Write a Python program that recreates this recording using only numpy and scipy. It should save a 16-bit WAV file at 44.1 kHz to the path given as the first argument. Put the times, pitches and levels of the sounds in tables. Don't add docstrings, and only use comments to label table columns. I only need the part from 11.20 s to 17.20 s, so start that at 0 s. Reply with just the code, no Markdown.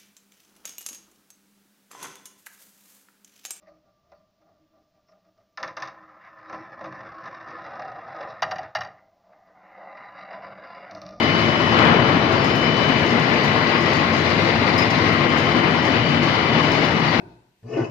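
import sys
import numpy as np
from scipy import signal
from scipy.io import wavfile
from scipy.ndimage import uniform_filter1d, minimum_filter1d

SR = 44100
rng = np.random.default_rng(int(sys.argv[2]) if len(sys.argv) > 2 else 0)


def to_wav(sig):
    pcm = np.clip(np.atleast_2d(sig), -1, 1) * 32767
    pcm = np.round(pcm).astype(np.int16)
    wavfile.write(sys.argv[1], SR, pcm.T)


N = 264600


# (frequency [Hz], relative density [dB])
ROAR_SPECTRUM = [(25, -15.5), (50, -30), (70, -16), (105, -7), (250, -0.5), (450, -5.5), (1000, -6.5),
                 (1550, -11.5), (2250, -10.5), (3300, -19), (3800, -15.5), (4500, -16.5), (5400, -25.5),
                 (6200, -34), (8500, -54.5), (15000, -56)]
ROAR_DB, LOAD_SWING_DB, HISS_DB, HISS_SWING_DB = -18.5, 0.88, -3, 0.82

def stands():
    load_db = LOAD_SWING_DB * drift(22)
    hiss_db = HISS_DB + HISS_SWING_DB * drift(2.1)
    shake_db = lambda hz: load_db + (hiss_db if hz > 3300 else 0)
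    return from_db(ROAR_DB) * banded_noise(ROAR_SPECTRUM, flicker_db=1.19, shake_db=shake_db)


def clatter_swell(t, fall_db_per_s):
    peak_s, peak_db, hold_s, rise_db_per_s = 0.632, -12, 0.08, 87
    early_s = np.maximum(peak_s - t, 0)
    late_s = np.maximum(t - peak_s - hold_s, 0)
    return from_db(peak_db - rise_db_per_s * early_s - fall_db_per_s * late_s)


# (frequency [Hz], relative density [dB])
CLATTER_SPECTRUM = [(30, -11), (55, -34), (90, 3), (250, 2.5), (600, -1), (1100, -3), (2200, -9.5),
                    (4000, -20.5), (6000, -34), (8500, -75), (15000, -66)]
# (time [s], relative level [dB])
CLATTER_KNOCKS = [(.5887, -7), (0.624, -13), (0.651, -10), (.671, -11), (.698, -18)]

def clatter():
    t, bass_lag_s = np.arange(N) / SR, 0.012
    rattle_db = drift(35)
    noise = banded_noise(CLATTER_SPECTRUM, flicker_db=0.5, shake_db=lambda hz: rattle_db)
    bass = clatter_swell(t - bass_lag_s, fall_db_per_s=13) * butter(noise, 3, 420, "low")
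    upper = clatter_swell(t, fall_db_per_s=15.5) * butter(noise, 3, 420, "high")
    knocks = hall(clicks(CLATTER_KNOCKS), t60_s=0.038, wet_db=21.5)
    knocks = butter(knocks, 4, [300, 3900], "band")
    times_s, levels_db = np.transpose(CLATTER_KNOCKS)
    return bass + upper + knocks * pan(7.2) + ticks(times_s, levels_db - 24)


# (frequency [Hz], relative level [dB])
DRIVE_TONES = [(1173, -47.5), (1793.5, -39), (1931.3, -32), (2023, -46.5), (2115, -37), (2207, -41),
               (2802, -41), (2942, -37), (4000, -42.5), (4046, -45), (8043, -74.5)]
# (time [s], relative level [dB])
LOW_WHINE_LEVELS = [(0, -33), (.6, -38), (1.15, -43), (1.6, -54), (1.87, -34), (2.35, -34), (2.9, -36),
                    (3.8, -32.5), (4.25, -37.5), (4.85, -44), (5.3, -38.5), (6, -34.5)]
LOW_SIDEBAND_LEVELS = [(0, -50), (1.55, -55), (1.85, -40), (2.3, -35), (3.55, -44), (4.15, -59), (4.4, -49),
                       (5.1, -37), (6, -48)]
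HIGH_SIDEBAND_LEVELS = [(0, -54), (.8, -40), (1.5, -42), (1.8, -59), (2.25, -41), (2.7, -42), (3.25, -50),
                        (3.8, -45), (4.3, -37), (4.7, -41), (5.5, -40), (5.8, -53)]
GEAR_WHINE_LEVELS = [(0, -31.5), (.4, -30.5), (1.25, -33.5), (1.7, -34), (2.1, -38), (2.35, -33),
                     (2.85, -31), (3.1, -47), (3.85, -30), (4.5, -39), (5, -36.5), (5.35, -34), (6, -47)]
MOTOR_HUM_LEVELS = [(0, -38), (.9, -40), (1.1, -27), (1.3, -39), (2.2, -49), (6, -48)]
# (time [s], left level [dB], right level [dB])
HIGH_WHINE_LEVELS = [(0, -28.5, -32), (.5, -30, -33.5), (.85, -27.5, -34), (1.13, -37, -42),
                     (1.42, -24.5, -39), (1.67, -25, -48), (1.85, -31, -40), (2.15, -47, -36),
                     (2.7, -50, -45), (3, -39, -50), (3.9, -44, -49), (4.3, -34, -50), (4.5, -37, -40),
                     (4.85, -29, -40), (5.3, -34.5, -43), (5.48, -30, -49), (5.75, -46, -49), (6, -46, -52)]
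LOW_UPPER_SIDEBAND_HZ, LOW_LOWER_SIDEBAND_HZ, HIGH_HZ, HIGH_SIDEBAND_HZ = 2069, 1977.2, 3000.3, 3058.6
GEAR_HZ, MOTOR_HUM_HZ = 1072, 658

def drives():
    tones = sum(from_db(level_db - 6) * tone(hz, fade_db=4, scatter_rad=0.88, lag_rad=1.2)
                for hz, level_db in DRIVE_TONES)
    low = whine(LOW_UPPER_SIDEBAND_HZ, LOW_WHINE_LEVELS)
    sidebands = whine(LOW_LOWER_SIDEBAND_HZ, LOW_SIDEBAND_LEVELS)
    sidebands += whine(HIGH_SIDEBAND_HZ, HIGH_SIDEBAND_LEVELS)
    gear = from_db(-4) * whine(GEAR_HZ, GEAR_WHINE_LEVELS)
    low_rasp = from_db(in_time(LOW_WHINE_LEVELS)[0] - 7.5) * resonant_noise(hz=2060, width_hz=340)
    hum = whine(MOTOR_HUM_HZ, MOTOR_HUM_LEVELS) * pan(5.6)
    high = whine(HIGH_HZ, HIGH_WHINE_LEVELS)
    return (tones + low + sidebands + gear + low_rasp) * pan(9) + high + hum


def whine(hz, level_curve):
    return from_db(in_time(level_curve)) * tone(hz, fade_db=0, scatter_rad=0.42, lag_rad=1)


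def tone(hz, fade_db, scatter_rad, lag_rad):
    phase = 2 * np.pi * hz * np.arange(N) / SR
    sides = [from_db(fade_db * drift(0.71)) * np.sin(phase + lag + scatter_rad * drift(0.8))
             for lag in (0, lag_rad)]
    return np.array([rms_one(side) for side in sides])


# (frequency [Hz], width [Hz], gain [dB])
ROD_RESONANCES = [(4490, 97, -8), (5020, 120, -11), (5270, 220, -8), (6210, 390, -9), (6950, 130, -17),
                  (7850, 230, -26), (10360, 1900, -25.5), (13860, 400, -26.5), (14750, 700, -31.5)]
# (frequency [Hz], gain [dB], t60 [s])
ROD_STRUCK_MODES = [(5120, -8, 0.18), (5250, -10, .1), (4680, -16, .05), (6240, -20, .13),
                    (14080, -29, .12), (14600, -26, .14)]
RUBBING_DB, STRIKE_GAIN_DB = -50.5, -1.5

def rod():
    times_s, levels_db, t60s_s, hardness_db = contacts().T
    rubbing_power = from_db(RUBBING_DB) ** 2
    power = rubbing_power + contact_power(times_s, levels_db, t60s_s)
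    top_power = rubbing_power + contact_power(times_s, levels_db + hardness_db, t60s_s)
    chatter = from_db(3.2 * drift(70))
    scraping = 0
    for hz, width_hz, gain_db in ROD_RESONANCES:
        friction = chatter * np.sqrt(top_power if hz > 9000 else power)
        resonance = from_db(gain_db) * resonant_noise(hz, width_hz)
        scraping += friction * resonance * pan(at_hz(HALL_BALANCE, hz))
    squealing = (singing() + squeaks()) * pan(3.3)
    strikes = clicks(np.c_[times_s, levels_db + STRIKE_GAIN_DB])
    ringing = sum(from_db(gain_db) * ring(strikes, hz, t60_s) for hz, gain_db, t60_s in ROD_STRUCK_MODES)
    direct = scraping + squealing + ringing * pan(6.7)
    return hall(direct, t60_s=0.24, wet_db=-0.5) + ticks(times_s, levels_db + hardness_db)


# (time [s], level [dB], t60 [s], hardness as treble gain [dB])
GUIDE_HITS = [(.388, -46, .08, 7), (1.115, -37, .2, 0), (1.24, -36, 0.42, -1), (1.35, -36.5, .25, 6),
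              (1.565, -36, 0.14, -5), (1.86, -37, 0.18, -2), (1.996, -41, 0.11, 3), (2.234, -34.5, .12, 4),
              (2.6, -44, .4, -3), (2.73, -38, .2, 0), (2.925, -37, .2, -3), (3.045, -39, .14, -6),
              (3.578, -30, 0.11, 6.5), (3.7, -36, .11, -1), (3.926, -41, .11, 8), (4.17, -37, 0.28, 1),
              (4.645, -39, .17, 0), (5.022, -38, .22, 0), (5.427, -37, .14, 0), (5.516, -34, 0.15, -1),
              (5.645, -41, .17, 2)]
SCUFFS_PER_S, SCUFF_DB, SCUFF_SPREAD_DB, SCUFF_T60_S = 4, -47, 2, .2
BOUNCE_S, BOUNCE_LOSS_DB, BOUNCE_SOFTENING_DB = .036, 7.5, 14

def contacts():
    times_s = np.cumsum(rng.exponential(1 / SCUFFS_PER_S, size=60))
    levels_db = SCUFF_DB + SCUFF_SPREAD_DB * rng.standard_normal(len(times_s))
    scuffs = [(time_s, level_db, SCUFF_T60_S, 0) for time_s, level_db in zip(times_s, levels_db)]
    hits = np.vstack([GUIDE_HITS, scuffs])
    rebounds = hits + [BOUNCE_S, -BOUNCE_LOSS_DB, 0, -BOUNCE_SOFTENING_DB]
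    rows = np.vstack([hits, rebounds])
    return rows[rows[:, 0] < N / SR]


def contact_power(times_s, levels_db, t60s_s, attack_s=0.0034):
    t, power = np.arange(SR) / SR, np.zeros(N + SR)
    onset = np.minimum(t / attack_s, 1)
    for start, level_db, t60_s in zip((times_s * SR).astype(int), levels_db, t60s_s):
        power[start:start + SR] += (onset * from_db(level_db - 60 * t / t60_s)) ** 2
    return power[:N]


def ticks(times_s, levels_db, gain_db=-18.5, t60_s=0.014):
    pole = from_db(-60 / (t60_s * SR))
    envelope = signal.lfilter([1], [1, -pole], clicks(np.c_[times_s, levels_db]) + 1e-18)
    return from_db(gain_db) * envelope * resonant_noise(hz=12000, width_hz=4300)


# (time [s], level [dB], length [s], pitch [Hz], glide [Hz])
ROD_SQUEAKS = [(1.15, -43, 0.082, 4550, 2), (1.3, -51, .07, 5030, 40), (1.41, -46, .025, 5000, 0),
               (1.455, -45, .02, 5180, 60), (2.173, -45, 0.097, 4580, -30), (2.7, -42, 0.067, 4540, -2),
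               (3.578, -27.5, 0.015, 5010, 0), (3.594, -40, .016, 5150, 250), (3.616, -29, 0.014, 5005, 0),
               (3.7, -39, .014, 5050, 0), (4.83, -44, 0.066, 4500, 50), (5.518, -40, .03, 5020, 0),
               (5.875, -41, 0.044, 4560, 2)]

def squeaks():
    t, out = np.arange(N) / SR, 0
    jitter_hz = 21.8 * drift(62.3)
    for start_s, level_db, length_s, hz, glide_hz in ROD_SQUEAKS:
        pitch_hz = hz + jitter_hz + glide_hz * np.clip((t - start_s) / length_s, 0, 1)
        gain = from_db(level_db) * held(start_s, length_s, attack_s=0.0033, release_s=0.0065)
        out += gain * sine(pitch_hz)
    return out


# (time [s], length [s], level [dB])
ROD_DRAGS = [(.01, .62, -52), (1.108, .34, -44.5), (1.84, .3, -51), (2.497, 0.23, -49), (2.878, 0.22, -51),
             (3.62, .25, -54), (4.08, 0.25, -49.5), (4.547, .1, -47), (4.93, 0.16, -55), (5.48, .18, -50)]
SING_HZ, SING_JITTER_HZ, SING_CHATTER_DB = 5080, 36, 3.5

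def singing():
    pressure = sum(from_db(level_db) * held(start_s, length_s, attack_s=0.028, release_s=0.055)
                   for start_s, length_s, level_db in ROD_DRAGS)
    pitch_hz = SING_HZ + SING_JITTER_HZ * drift(44.8)
    return pressure * from_db(SING_CHATTER_DB * drift(40)) * sine(pitch_hz)


# (frequency [Hz], width [Hz], relative level [dB])
HOUSING_RESONANCES = [(79, 12, -45), (92, 7.6, -34.5), (113.3, 15.6, -30.5), (146.9, 7.8, -28.5),
                      (165.1, 7.4, -29.5), (230, 13.2, -29), (273.6, 12, -37.5), (339.6, 7, -29),
                      (413, 4.6, -55.5), (595.6, 2.7, -38.5), (667, 24, -43.5), (716, 3.1, -43)]

def housings():
    return sum(from_db(level_db - 4) * diffuse(resonant_noise(hz, width_hz), hz)
               for hz, width_hz, level_db in HOUSING_RESONANCES)


# (frequency [Hz], left-right correlation before clipping [1])
HALL_LIKENESS = [(60, 5), (130, 1), (290, 0.9), (640, 0.6), (1410, -0.22), (3100, 0.02), (6820, -0.18),
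                 (15000, 0.5)]
# (frequency [Hz], left minus right [dB])
HALL_BALANCE = [(60, 4.1), (110, 5.8), (200, 6.4), (380, 6.1), (700, 4.9), (1290, 9.8), (2380, 11.2),
                (4400, 4.9), (8120, 0.5), (15000, 1.5)]

def diffuse(pair, hz):
    correlation = np.clip(at_hz(HALL_LIKENESS, hz), -.99, .99)
    mid = np.sqrt(1 + correlation) * pair[0]
    side = np.sqrt(1 - correlation) * pair[1]
    return np.array([mid + side, mid - side]) * pan(at_hz(HALL_BALANCE, hz)) / np.sqrt(2)


def hall(x, t60_s, wet_db):
    t = np.arange(SR) / SR
    tail = rng.standard_normal((2, SR)) * from_db(-60 * t / t60_s)
    tail /= np.sqrt(np.sum(tail ** 2, axis=1, keepdims=True))
    return x + from_db(wet_db) * signal.fftconvolve(np.atleast_2d(x), tail, axes=1)[:, :N]


def banded_noise(spectrum, flicker_db, shake_db):
    edges_hz = np.r_[np.geomspace(20, 1000, 11)[:-1], np.geomspace(1000, 17000, 17)]
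    white, out = rng.standard_normal((2, 2, N)), 0
    for k, (low_hz, high_hz) in enumerate(zip(edges_hz, edges_hz[1:])):
        band = butter(white[k % 2], 3, [low_hz, high_hz], "band")
        hz = np.sqrt(low_hz * high_hz)
        level_db = at_hz(spectrum, hz) + flicker_db * drift(19.5) + shake_db(hz)
        out += diffuse(band, hz) * from_db(level_db)
    return rms_one(out)


def resonant_noise(hz, width_hz):
    r = np.exp(-np.pi * 1.5 * width_hz / SR)
    section = [1, 0, -1, 1, -2 * r * np.cos(2 * np.pi * hz / SR), r * r]
    white = rng.standard_normal((2, N + SR))
    return rms_one(signal.sosfilt([section, section], white)[:, SR:])


def ring(drive, hz, t60_s):
    r, w = from_db(-60 / (t60_s * SR)), 2 * np.pi * hz / SR
    return signal.lfilter([0, np.sin(w)], [1, -2 * r * np.cos(w), r * r], drive + 1e-18)


def clicks(rows):
    times_s, levels_db = np.transpose(rows)
    out = np.zeros(N)
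    out[(times_s * SR).astype(int)] = from_db(levels_db)
    return out


def sine(pitch_hz):
    return np.sqrt(2) * np.sin(2 * np.pi * np.cumsum(pitch_hz) / SR)


def held(start_s, length_s, attack_s, release_s):
    t = np.arange(N) / SR - start_s
    return np.clip(np.minimum(t / attack_s, 1 + (length_s - t) / release_s), 0, 1)


def drift(rate_hz):
    hop, settle = 40, 2000
    r = np.exp(-2 * np.pi * rate_hz * hop / SR)
    white = rng.standard_normal(N // hop + settle + 2)
    slow = signal.lfilter([1], [1, -2 * r, r * r], white)[settle:]
    return np.interp(np.arange(N) / hop, np.arange(len(slow)), rms_one(slow))


def in_time(rows):
    times_s, *columns = np.transpose(rows)
    return [np.interp(np.arange(N) / SR, times_s, column) for column in columns]


def at_hz(rows, hz):
    points_hz, values = np.transpose(rows)
    return np.interp(np.log(hz), np.log(points_hz), values)


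def butter(x, order, hz, kind):
    return signal.sosfilt(signal.butter(order, hz, kind, fs=SR, output="sos"), x)


def pan(left_db):
    return from_db(np.array([[.5], [-.5]]) * left_db)


def from_db(db):
    return 10 ** (np.asarray(db) / 20)


def rms_one(x):
    return x / np.sqrt(np.mean(x ** 2) + 1e-20)


def limit(x, ceiling=.9):
    gain = np.minimum(1, ceiling / (np.abs(x).max(axis=0) + 1e-9))
    return x * uniform_filter1d(minimum_filter1d(gain, size=129), size=129)


def scene():
    return stands() + housings() + drives() + clatter() + rod()


def record(dry):
    threshold_db, slope, hold_s, smoothing_s, cutoff_hz = -14.6, .7, .42, 0.081, 15400
    level_db = 10 * np.log10(uniform_filter1d(np.mean(dry ** 2, axis=0), 2048) + 1e-12)
    duck_db = -slope * np.maximum(level_db - threshold_db, 0)
    half_hold = int(hold_s * SR / 2)
    held_db = minimum_filter1d(duck_db, 2 * half_hold + 1, origin=half_hold)
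    pole = np.exp(-1 / (smoothing_s * SR))
    gain_db = signal.lfilter([1 - pole], [1, -pole], held_db)
    lowpass = signal.ellip(10, .1, 90, cutoff_hz, fs=SR, output="sos")
    return signal.sosfilt(lowpass, limit(dry * from_db(gain_db)))


dry = scene()
out = record(dry)
to_wav(out)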